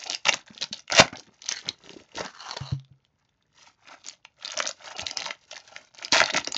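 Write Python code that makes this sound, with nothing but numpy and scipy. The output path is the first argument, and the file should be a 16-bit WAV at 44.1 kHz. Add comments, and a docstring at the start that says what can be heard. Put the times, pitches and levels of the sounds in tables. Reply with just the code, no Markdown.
"""Hands open foil and paper trading card packs close to a small desk microphone.
The wrapper is pinched and crinkles in dense tiny buckles and single sharp snaps; at 1 s it rips wide.
The cards slide out and land on a stack with soft thumps of the table, near 2.7 s.
After a lull the next pack is picked up, pinched and, at 6.1 s, torn."""
import sys
import numpy as np
from scipy import signal
from scipy.fft import rfft, irfft, next_fast_len
from scipy.io import wavfile
from scipy.ndimage import uniform_filter1d, map_coordinates

SR = 44100
rng = np.random.default_rng(int(sys.argv[2]) if len(sys.argv) > 2 else 0)


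def bounce(signal):
    """Save signal as a 16-bit WAV file at the path given by the first command-line argument."""
    frames = np.transpose(np.atleast_2d(signal))
    limited = np.clip(frames, -1, 1)
    pcm = np.round(limited * 32767).astype(np.int16)
    wavfile.write(sys.argv[1], SR, pcm)


N = 289737

# Levels are relative within a layer. In strokes, t is the moment of full force.
# background noise spectrum: f/Hz, level/dB
FLOOR_SPECTRUM = [(25, -1), (140, -0.5), (330, -16), (900, -20), (8000, -32.5)]
# small room decay: f/Hz, t60/s
ROOM_DECAY = [(150, 0.14), (1000, 0.17), (8000, 0.12)]
# microphone treble roll-off: f/Hz, level/dB
MIC_RESPONSE = [(6400, 1.5), (7000, -2.5), (7500, -12), (8400, -30)]

# cards and hand land on the stack: t/s, level/dB
LANDINGS = [(2.608, -28.5), (2.721, -20), (2.909, -46.5)]
# table top modes: f/Hz, level/dB, t60/s
TABLE_MODES = [(113, 12.5, 0.046), (133.7, 0, 0.21), (220, -30.5, 0.25), (294, -13, 0.09), (470, -13, 0.04)]
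# strokes of card on card: t/s, hold/s, level/dB, f/Hz
CARD_PUSHES = [(1.52, 0.0085, -35.5, 1900), (1.567, 0.0076, -39.5, 1856), (2.265, 0.034, -46.5, 1600),
               (2.34, 0.024, -49, 1300), (2.393, 0.08, -43, 1200), (2.462, 0.078, -42.5, 1100),
               (2.513, 0.0024, -38.5, 1100), (2.568, 0.0043, -38, 620), (2.602, 0.12, -46.5, 950)]
# held card resonances: f/Hz, width/Hz, level/dB
CARD_MODES = [(1676, 520, -7), (2964, 400, -3.5), (4180, 650, 0), (5830, 730, -8.5)]

# strokes of fingertips on the seam: t/s, hold/s, level/dB
SEAM_PINCHES = [(.01, 0.13, -46.5), (4.92, 0.32, -45.5), (5.54, 0.26, -60)]
# taut seam resonances: f/Hz, width/Hz, level/dB
SEAM_MODES = [(730, 330, 8), (1371, 69, 5.5), (2480, 100, 3), (2868, 71, 4.5)]
# pack bulges or is knocked: t/s, level/dB, f/Hz
PACK_POPS = [(0.505, -38, 224), (0.712, -36, 214), (0.9993, -12, 267.2), (1.0001, 2, 874),
             (1.128, -30, 266), (1.964, -33, 347), (2.208, -19.5, 557), (5.021, -37.5, 88),
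             (6.126, -20.5, 294)]
# open wrapper resonances: f/Hz, width/Hz, level/dB
HOLLOW_MODES = [(574, 130, 4.5), (906, 77, 4), (1339, 110, 7), (2040, 280, -4), (2780, 31, 1.5),
                (3610, 32, -3.5)]

# pinching, pulling, ripping strokes: t/s, rise/s, hold/s, crease level/dB, sheet level/dB, pack level/dB
GRIP_STROKES = [(.002, 0.024, .073, -39, -61.5, -72), (.1, 0.006, 0.025, -30, -48, -52),
                (.256, 0.0027, 0.04, -35, -35, -45), (.322, 0.014, 0.028, -34.5, -38, -43),
                (.463, 0.0036, .008, -46, -52, -76), (.498, 0.0069, 0.014, -49, -52.5, -67),
                (.559, 0.036, 0.049, -48, -64.5, -59), (.623, .026, .008, -34.5, -44.5, -47),
                (.729, 0.0072, 0.044, -44, -55.5, -60.5), (.921, 0.0093, .008, -30, -32, -33.5),
                (.999, 0.014, .003, -24, -19.5, -19.5), (1.128, .003, .005, -42, -40.5, -41),
                (1.168, 0.018, 0.021, -43, -55, -48.5), (1.279, 0.021, 0.011, -57.5, -55.5, -54),
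                (1.423, 0.01, 0.095, -42.5, -58.5, -67), (1.68, 0.046, 0.0078, -42, -43.5, -40.5),
                (2.145, 0.0048, 0.044, -40.5, -51, -40.5), (4.056, 0.021, 0.049, -42, -59.5, -65),
                (4.449, .047, .07, -38.5, -43.5, -63), (4.567, 0.035, .125, -33.5, -42.5, -54.5),
                (4.987, 0.027, 0.025, -32, -44, -49.5), (5.07, 0.0069, 0.045, -39, -53.5, -58),
                (5.174, 0.004, 0.12, -35.5, -42, -55.5), (5.513, 0.008, 0.051, -40, -52.5, -65),
                (6.003, 0.064, 0.071, -42, -49.5, -58.5), (6.125, .005, .06, -29, -29, -43.5),
                (6.203, .003, .01, -25.5, -25, -31), (6.238, 0.011, .069, -38.5, -42, -60),
                (6.338, 0.023, 0.048, -28.5, -34.5, -37), (6.472, .009, .004, -40.5, -35.5, -39),
                (6.56, .025, .025, -34, -38, -45)]
# sliding strokes: t/s, hold/s, crease level/dB, sheet level/dB, pack level/dB
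RUB_STROKES = [(1.523, 0.089, -41.5, -57.5, -68), (1.862, 0.15, -53, -57.5, -50),
               (2.199, 0.052, -39, -36.5, -43), (3.601, 0.095, -52, -56.5, -79.5),
               (3.884, 0.061, -52.5, -46.5, -66), (4.833, 0.082, -44.5, -44, -58.5),
               (5.677, 0.15, -51, -55.5, -69)]
# wrapper stirs in the hands: start t/s, end t/s
HELD_SPANS = [(0, .36), (.5, .8), (.95, 2.75), (3.57, 3.71), (3.87, 4.14), (4.4, 5.33), (5.42, 5.88),
              (6, 6.57)]
# crease crackle spectrum: f/Hz, level/dB
CREASE_SPECTRUM = [(700, -34.5), (1800, -8.5), (2800, -2.5), (6500, -1.5), (8000, -4)]
# sheet rustle spectrum: f/Hz, level/dB
SHEET_SPECTRUM = [(410, -21.5), (620, -0.5), (900, -1), (1130, -4), (1400, 0.5), (2200, -1.5),
                  (5500, -24.5)]
# flexing pack spectrum: f/Hz, level/dB
PACK_SPECTRUM = [(40, -17), (80, -13), (260, 1.5), (420, 0.5), (650, -6), (1500, -32)]
# loudest creases snap through, and cards clack and tick on the stack near 2.5-3.4 s: t/s, level/dB, f/Hz
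SNAPS = [(.1003, -20, 4620), (.1101, -24, 3200), (.1402, -27, 3300), (.1481, -14, 5070),
         (.254, -17.5, 2750), (.2695, -16, 2500), (.283, -14.5, 4800), (.2871, -9.5, 2970),
         (.292, -5, 2470), (.3263, -15.5, 3940), (.337, -18.5, 2470), (.6212, -20.5, 3770),
         (.6262, -18.5, 4000), (.6314, -23.5, 3830), (.7289, -20, 4140), (.7323, -24, 4170),
         (.7425, -27.5, 4230), (.7942, -35, 5770), (.879, -35.5, 2830), (.901, -24, 2380),
         (.913, -23.5, 2220), (.9213, -18, 4700), (.9285, -23, 3080), (.9507, -13.5, 5570),
         (.9895, -8.5, 3750), (1.08, -29.5, 2170), (1.1285, -40, 1820), (1.1708, -31.5, 5660),
         (1.4227, -38.5, 4380), (1.4899, -15, 6040), (1.514, -21.5, 2900), (1.5229, -14, 5800),
         (1.5894, -28.5, 4390), (1.6895, -14, 4000), (1.894, -33.5, 3130), (2.186, -33.5, 1690),
         (2.211, -26.5, 4580), (2.5107, -22.5, 4300), (2.5716, -23.5, 4240), (2.797, -43.5, 3630),
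         (2.848, -51.5, 3570), (3.05, -54, 3430), (3.292, -58, 3290), (3.425, -58, 3430),
         (3.874, -39.5, 2616), (4.065, -29.5, 6180), (4.086, -22, 6860), (4.251, -33.5, 2460),
         (4.4489, -22, 4000), (4.4575, -25, 4460), (4.4783, -24, 4700), (4.501, -29, 2960),
         (4.5075, -28, 3930), (4.5748, -17.5, 6000), (4.5895, -18.5, 5770), (4.6028, -16, 1770),
         (4.627, -24.5, 3580), (4.6742, -16, 5930), (4.6916, -18, 6960), (4.9945, -20, 3190),
         (5.006, -31, 4260), (5.0175, -26, 4220), (5.0673, -16, 4000), (5.1114, -20, 4900),
         (5.1719, -14.5, 5200), (5.195, -28.5, 2500), (5.2209, -24.5, 2650), (5.2429, -28.5, 3870),
         (5.2575, -22, 4030), (5.263, -25.5, 1930), (5.3085, -24, 2090), (5.5119, -30, 5560),
         (5.5292, -35.5, 3200), (5.7639, -28, 1980), (6.0489, -20.5, 4980), (6.0818, -31.5, 2610),
         (6.1235, -7.5, 4540), (6.131, -14, 4570), (6.1805, -12.5, 3980), (6.2032, -7, 1650),
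         (6.216, -11.5, 1660), (6.239, -14, 4340), (6.2593, -15.5, 4050), (6.2881, -27.5, 1810),
         (6.3007, -23.5, 2380), (6.308, -22.5, 3800), (6.3375, -18.5, 4140), (6.3451, -16.5, 2300),
         (6.3636, -12.5, 2130), (6.3771, -17.5, 2150), (6.4467, -23, 4500), (6.4735, -16, 5530),
         (6.5227, -17.5, 7140), (6.546, -18.5, 4740), (6.5653, -14.5, 3900)]
# tear runs: t/s, length/s, start level/dB, end level/dB
TEAR_RUNS = [(0.267, 0.031, -32, -23), (0.939, 0.054, -26.5, -19.5), (0.979, 0.03, -14.5, -10),
             (0.994, .014, -11, -17.5), (6.127, 0.087, -15.5, -26.5)]
# tearing paper spectrum: f/Hz, level/dB
TEAR_SPECTRUM = [(300, -11), (850, -1.5), (1400, -4.5), (2200, 1.5), (3100, -1.5), (6500, -5)]

TOP_HZ, RUB_RISE_S = 8400, 0.069


def amp(db):
    """Decibels to gain."""
    return 10 ** (np.asarray(db) / 20)


def unit(x):
    """Scale to rms 1."""
    return x / np.sqrt(np.mean(x ** 2) + 1e-20)


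def along(points, hz):
    """Read (f/Hz, value) points on a log axis."""
    f, values = np.transpose(points)
    return np.interp(np.log(hz + 1), np.log(f + 1), values)


def filtered(x, response):
    """Apply a gain given as a function of frequency."""
    size = next_fast_len(len(x) + 8192)
    return irfft(rfft(x, size) * response(np.fft.rfftfreq(size, 1 / SR)), size)[:len(x)]


def coloured(x, spectrum):
    """Shape by a spectrum, rolled off below its first point; rms 1."""
    return unit(filtered(x, lambda hz: amp(along(spectrum, hz)) * np.minimum(hz / spectrum[0][0], 1) ** 2))


def add(track, at_s, sound):
    """Mix a sound into the track."""
    start = max(round(at_s * SR), 0)
    part = track[start:start + len(sound)]
    part += sound[:len(part)]


def ring(t, hz, t60_s, attack_s):
    """Damped sine, soft start."""
    return np.sin(2 * np.pi * hz * t) * amp(-60 * t / t60_s) * (1 - np.exp(-t / attack_s))


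def resonances(modes, hz):
    """Summed magnitude of resonance peaks."""
    return sum(amp(db) / (1 + ((hz - centre) / (width / 2)) ** 2) for centre, width, db in modes)


def wobble(rate_hz):
    """Smooth random curve through knots at rate_hz."""
    knots = rng.standard_normal(int(N * rate_hz / SR) + 4)
    steps = np.arange(0, len(knots) - 1, 1 / 12)
    return np.interp(np.arange(N) * rate_hz / SR, steps, map_coordinates(knots, [steps]))


def band(hz, width_hz):
    """Narrow noise around a moving pitch."""
    phase = 2 * np.pi * np.cumsum(hz) / SR
    return unit(wobble(width_hz) * np.sin(phase) + wobble(width_hz) * np.cos(phase))


def strokes(rows, layers=3):
    """Power per layer: each stroke swells, holds, relaxes."""
    rise_db, relax_db_per_s = 20, 430.5
    power = np.zeros((layers, N))
    for at_s, rise_s, hold_s, *levels_db in rows:
        start_s = max(at_s - 2 * rise_s, 0)
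        t = np.arange(start_s - at_s, hold_s + .2, 1 / SR)
        shape = amp(rise_db * np.minimum(t, 0) / rise_s - relax_db_per_s * np.maximum(t - hold_s, 0))
        for layer, db in zip(power, levels_db):
            add(layer, start_s, (amp(db) * shape) ** 2)
    return power


def noise_floor():
    """Faint steady rumble and hiss."""
    return amp(-75.5) * coloured(rng.standard_normal(N), FLOOR_SPECTRUM)


def room(x):
    """Short diffuse tail of desk and walls, changing as the hands move."""
    out, hop, delay_s = np.zeros(N), SR // 4, 0.0018
    for start in range(0, N, hop):
        hz, t, bins = signal.stft(rng.standard_normal(SR // 3), SR, nperseg=256)
        decay = amp(-60 * t / along(ROOM_DECAY, hz)[:, None])
        _, tail = signal.istft(bins * decay, SR, nperseg=256)
        tail /= np.linalg.norm(tail)
        add(out, start / SR + delay_s, signal.fftconvolve(x[start:start + hop], tail))
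    return out


def hand_echoes(x):
    """Reflections off desk and moving hands: a shifting comb."""
    out = x.copy()
    for k in range(3):
        delay_s = .0011 * (k + 1) * np.exp(.25 * wobble(rate_hz=2))
        gain = (-1) ** k * 0.24 / np.sqrt(k + 1)
        out += gain * map_coordinates(x, [np.arange(N) - delay_s * SR])
    return out


def table_thumps():
    """Soft landings on the stack ring the table top."""
    out, t = np.zeros(N), np.arange(SR // 2) / SR
    thump = sum(amp(db) * ring(t, hz, t60_s, attack_s=0.0085) for hz, db, t60_s in TABLE_MODES)
    for at_s, db in LANDINGS:
        add(out, at_s, amp(db) * thump)
    return out


def card_slide():
    """Card sticks and slips on card: gliding band from the air between, stock resonances, dry hiss."""
    rise_s, sway_db, drift = 0.009, 4.5, 0.023
    power, = strokes([(at_s, rise_s, hold_s, db) for at_s, hold_s, db, _ in CARD_PUSHES], layers=1)
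    push_s, _, _, push_hz = np.transpose(CARD_PUSHES)
    pitch_hz = np.interp(np.arange(N) / SR, push_s, push_hz)
    stock = np.zeros(N)
    for hz, width_hz, db in CARD_MODES:  # the shifting grip varies each mode
        gain = amp(db + sway_db * wobble(rate_hz=22))
        stock += gain * band(hz * (1 + drift * wobble(rate_hz=13)), width_hz)
    tilt = lambda hz: (hz < TOP_HZ) * hz / (hz + pitch_hz.min()) / np.sqrt(1 + hz / pitch_hz.max())
    hiss = unit(filtered(rng.standard_normal(N), tilt))
    stick_slip = unit(amp(4.3 * wobble(rate_hz=420)))
    air = band(pitch_hz, width_hz=800)
    return np.sqrt(power) * stick_slip * (.68 * air + 0.58 * unit(stock) + 0.46 * hiss)


def seam_creak():
    """Skin sticks and slips on the pinched seam, which resonates."""
    power, = strokes([(at_s, RUB_RISE_S, hold_s, db) for at_s, hold_s, db in SEAM_PINCHES], layers=1)
    slips = rng.standard_normal(N) * amp(6.2 * wobble(rate_hz=89))
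    return np.sqrt(power) * unit(filtered(slips, lambda hz: resonances(SEAM_MODES, hz)))


def pack_pops():
    """The air-filled pack gives one push that dies in a few cycles."""
    out, t = np.zeros(N), np.arange(SR // 5) / SR
    for at_s, db, hz in PACK_POPS:
        add(out, at_s, amp(db) * ring(t, hz, t60_s=9 / hz, attack_s=0.02 / hz))
    return out


def hollow(x):
    """The open wrapper rings briefly with each crackle."""
    return x + sum(amp(db - 7) * signal.lfilter(*signal.iirpeak(hz, hz / width_hz, fs=SR), x)
                   for hz, width_hz, db in HOLLOW_MODES)


def hands():
    """Crease, sheet and pack power: the total, and the part from light contact."""
    held_db, resting_db = (-63, -68, -78), -82  # a crumpled wrapper ticks even at rest
    rubbed = strokes([(at_s, RUB_RISE_S, *rest) for at_s, *rest in RUB_STROKES])
    held = strokes([(at_s, RUB_RISE_S, end_s - at_s, *held_db) for at_s, end_s in HELD_SPANS])
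    light = rubbed + held
    return strokes(GRIP_STROKES) + amp(resting_db) ** 2 + light, light


def buckles(per_s, low_hz, high_hz, cycles, spread_db, even_s, samples):
    """Stream of tiny buckles, each ringing at its own pitch; most small, a few large."""
    when, pitch, strength, life = rng.random((int(per_s * N / SR), 4)).T
    hz = (low_hz + (high_hz - low_hz) * pitch)[:, None]
    t60_s = cycles * (.5 + life[:, None]) / hz
    gain = amp(-spread_db * np.log(np.maximum(1 - strength, .01)))
    grains = gain[:, None] * ring(np.arange(samples) / SR, hz, t60_s, attack_s=0.1 / hz)
    index = (when * N).astype(int)[:, None] + np.arange(samples)
    stream = unit(np.bincount(index.ravel(), grains.ravel(), N + samples)[:N])
    # steady energy input: a large buckle relieves its neighbours
    window = int(even_s * SR)
    power = uniform_filter1d(uniform_filter1d(stream ** 2, window), window)
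    return stream / np.sqrt(np.abs(power) + 0.0028)


def crinkle(power, light):
    """Sharp creases, broader patches of sheet and the hollow pack buckle under the hands."""
    crease_db, sheet_db, pack_db = 10 * np.log10(power)
    # light contact hisses; in a hard rip the buckles crowd into a rush
    crowding = np.clip((crease_db + 31) / 18, 0, .7)
    rush_share = np.clip(.56 * light[1] / power[1] + crowding, 0, .95)
    creases = buckles(per_s=620, low_hz=1900, high_hz=7950,
                      cycles=9, spread_db=6, even_s=0.024, samples=256)
    patches = buckles(per_s=600, low_hz=498, high_hz=2960,
                      cycles=12, spread_db=2, even_s=0.18, samples=768)
    flexes = buckles(per_s=240, low_hz=56.3, high_hz=620,
                     cycles=6.7, spread_db=4, even_s=0.029, samples=2048)
    out = amp(pack_db) * coloured(flexes, PACK_SPECTRUM)
    shared_jerk = wobble(rate_hz=70)
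    for db, grains, spectrum in (crease_db, creases, CREASE_SPECTRUM), (sheet_db, patches, SHEET_SPECTRUM):
        jerk = np.tanh((shared_jerk + wobble(rate_hz=260)) / 2)  # stored force is limited
        surge = unit(amp((2 - rush_share) * 5.74 * jerk))
        rush = unit(filtered(rng.standard_normal(N), lambda hz: hz < TOP_HZ))
        texture = np.sqrt(1 - rush_share) * unit(grains) + np.sqrt(rush_share) * rush
        out += amp(db) * surge * coloured(texture, spectrum)
    return out


def snaps():
    """A crease, or a card clacking on the stack, creaks under load, then flips: ping, ring of nearby facets,
    crack, duller flap."""
    out, t = np.zeros(N), np.arange(1024) / SR
    foil = coloured(rng.standard_normal(SR), CREASE_SPECTRUM)
    sheet = coloured(rng.standard_normal(SR), SHEET_SPECTRUM)

    def unit_1ms(x):
        """Scale to the energy of 1 ms at rms 1."""
        return x / np.sqrt(np.sum(x ** 2) / (SR / 1000) + 1e-20)

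    def burst(noise, t60_s):
        """Decaying random slice of noise."""
        start = rng.integers(SR - len(t))
        return unit_1ms(noise[start:start + len(t)] * amp(-60 * t / t60_s))

    for at_s, db, hz in SNAPS:
        ping = unit_1ms(ring(t, hz, t60_s=rng.uniform(.002, .0045), attack_s=.0002))
        facets_hz = hz * np.exp(0.43 * rng.standard_normal(3))
        facets = unit_1ms(sum(ring(t, f, t60_s=0.018, attack_s=0.00045) for f in facets_hz))
        crack = burst(foil, t60_s=0.0091)
        flap_db = -1 - 17.5 * np.log2(hz / 1800)  # large, low creases shake the sheet more
        flap = amp(flap_db) * burst(sheet, t60_s=0.0068)
        creak = burst(foil, t60_s=.02)[::-1]
        add(out, at_s, amp(db) * (.95 * ping + 0.26 * facets + 0.78 * crack + flap))
        add(out, at_s - len(t) / SR, amp(db - 11) * creak)
    # a small patch of foil radiates little bass
    return signal.sosfilt(signal.butter(2, 300, "high", fs=SR, output="sos"), out)


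def rips():
    """Fibres break in a fast uneven train; the tear stops dead at the wrapper's edge."""
    out, breaks_per_s, rough_db = np.zeros(N), 2000, 4.5
    breaks = (rng.random(N) < breaks_per_s / SR) * rng.choice([-1, 1], N)
    uneven = breaks * amp(rough_db * wobble(rate_hz=400))
    tear = coloured(filtered(uneven, lambda hz: hz < TOP_HZ), TEAR_SPECTRUM)
    for at_s, length_s, start_db, end_db in TEAR_RUNS:
        run = unit(tear[round(at_s * SR):round((at_s + length_s) * SR)])
        add(out, at_s, run * amp(np.linspace(start_db, end_db, len(run))))
    return out


def scene():
    """Wrapper, cards and table in a quiet room; mono."""
    wrapper = crinkle(*hands()) + snaps() + rips()
    near = amp(-3.5) * hand_echoes(hollow(wrapper)) + seam_creak() + card_slide() + pack_pops()
    return (noise_floor() + amp(-12.5) * room(near) + table_thumps() + near)[None]


def record(dry):
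    """Microphone: cuts deep bass, overloads on the loudest rip, rolls off above its speech band."""
    low_cut_hz, ceiling = 58, .68
    thinned = signal.sosfilt(signal.butter(3, low_cut_hz, "high", fs=SR, output="sos"), dry[0])
    clipped = thinned / (1 + (thinned / ceiling) ** 6) ** (1 / 6)
    return filtered(clipped, lambda hz: amp(along(MIC_RESPONSE, hz)) / (1 + (hz / TOP_HZ) ** 60))[None]


dry = scene()
out = record(dry)
bounce(out)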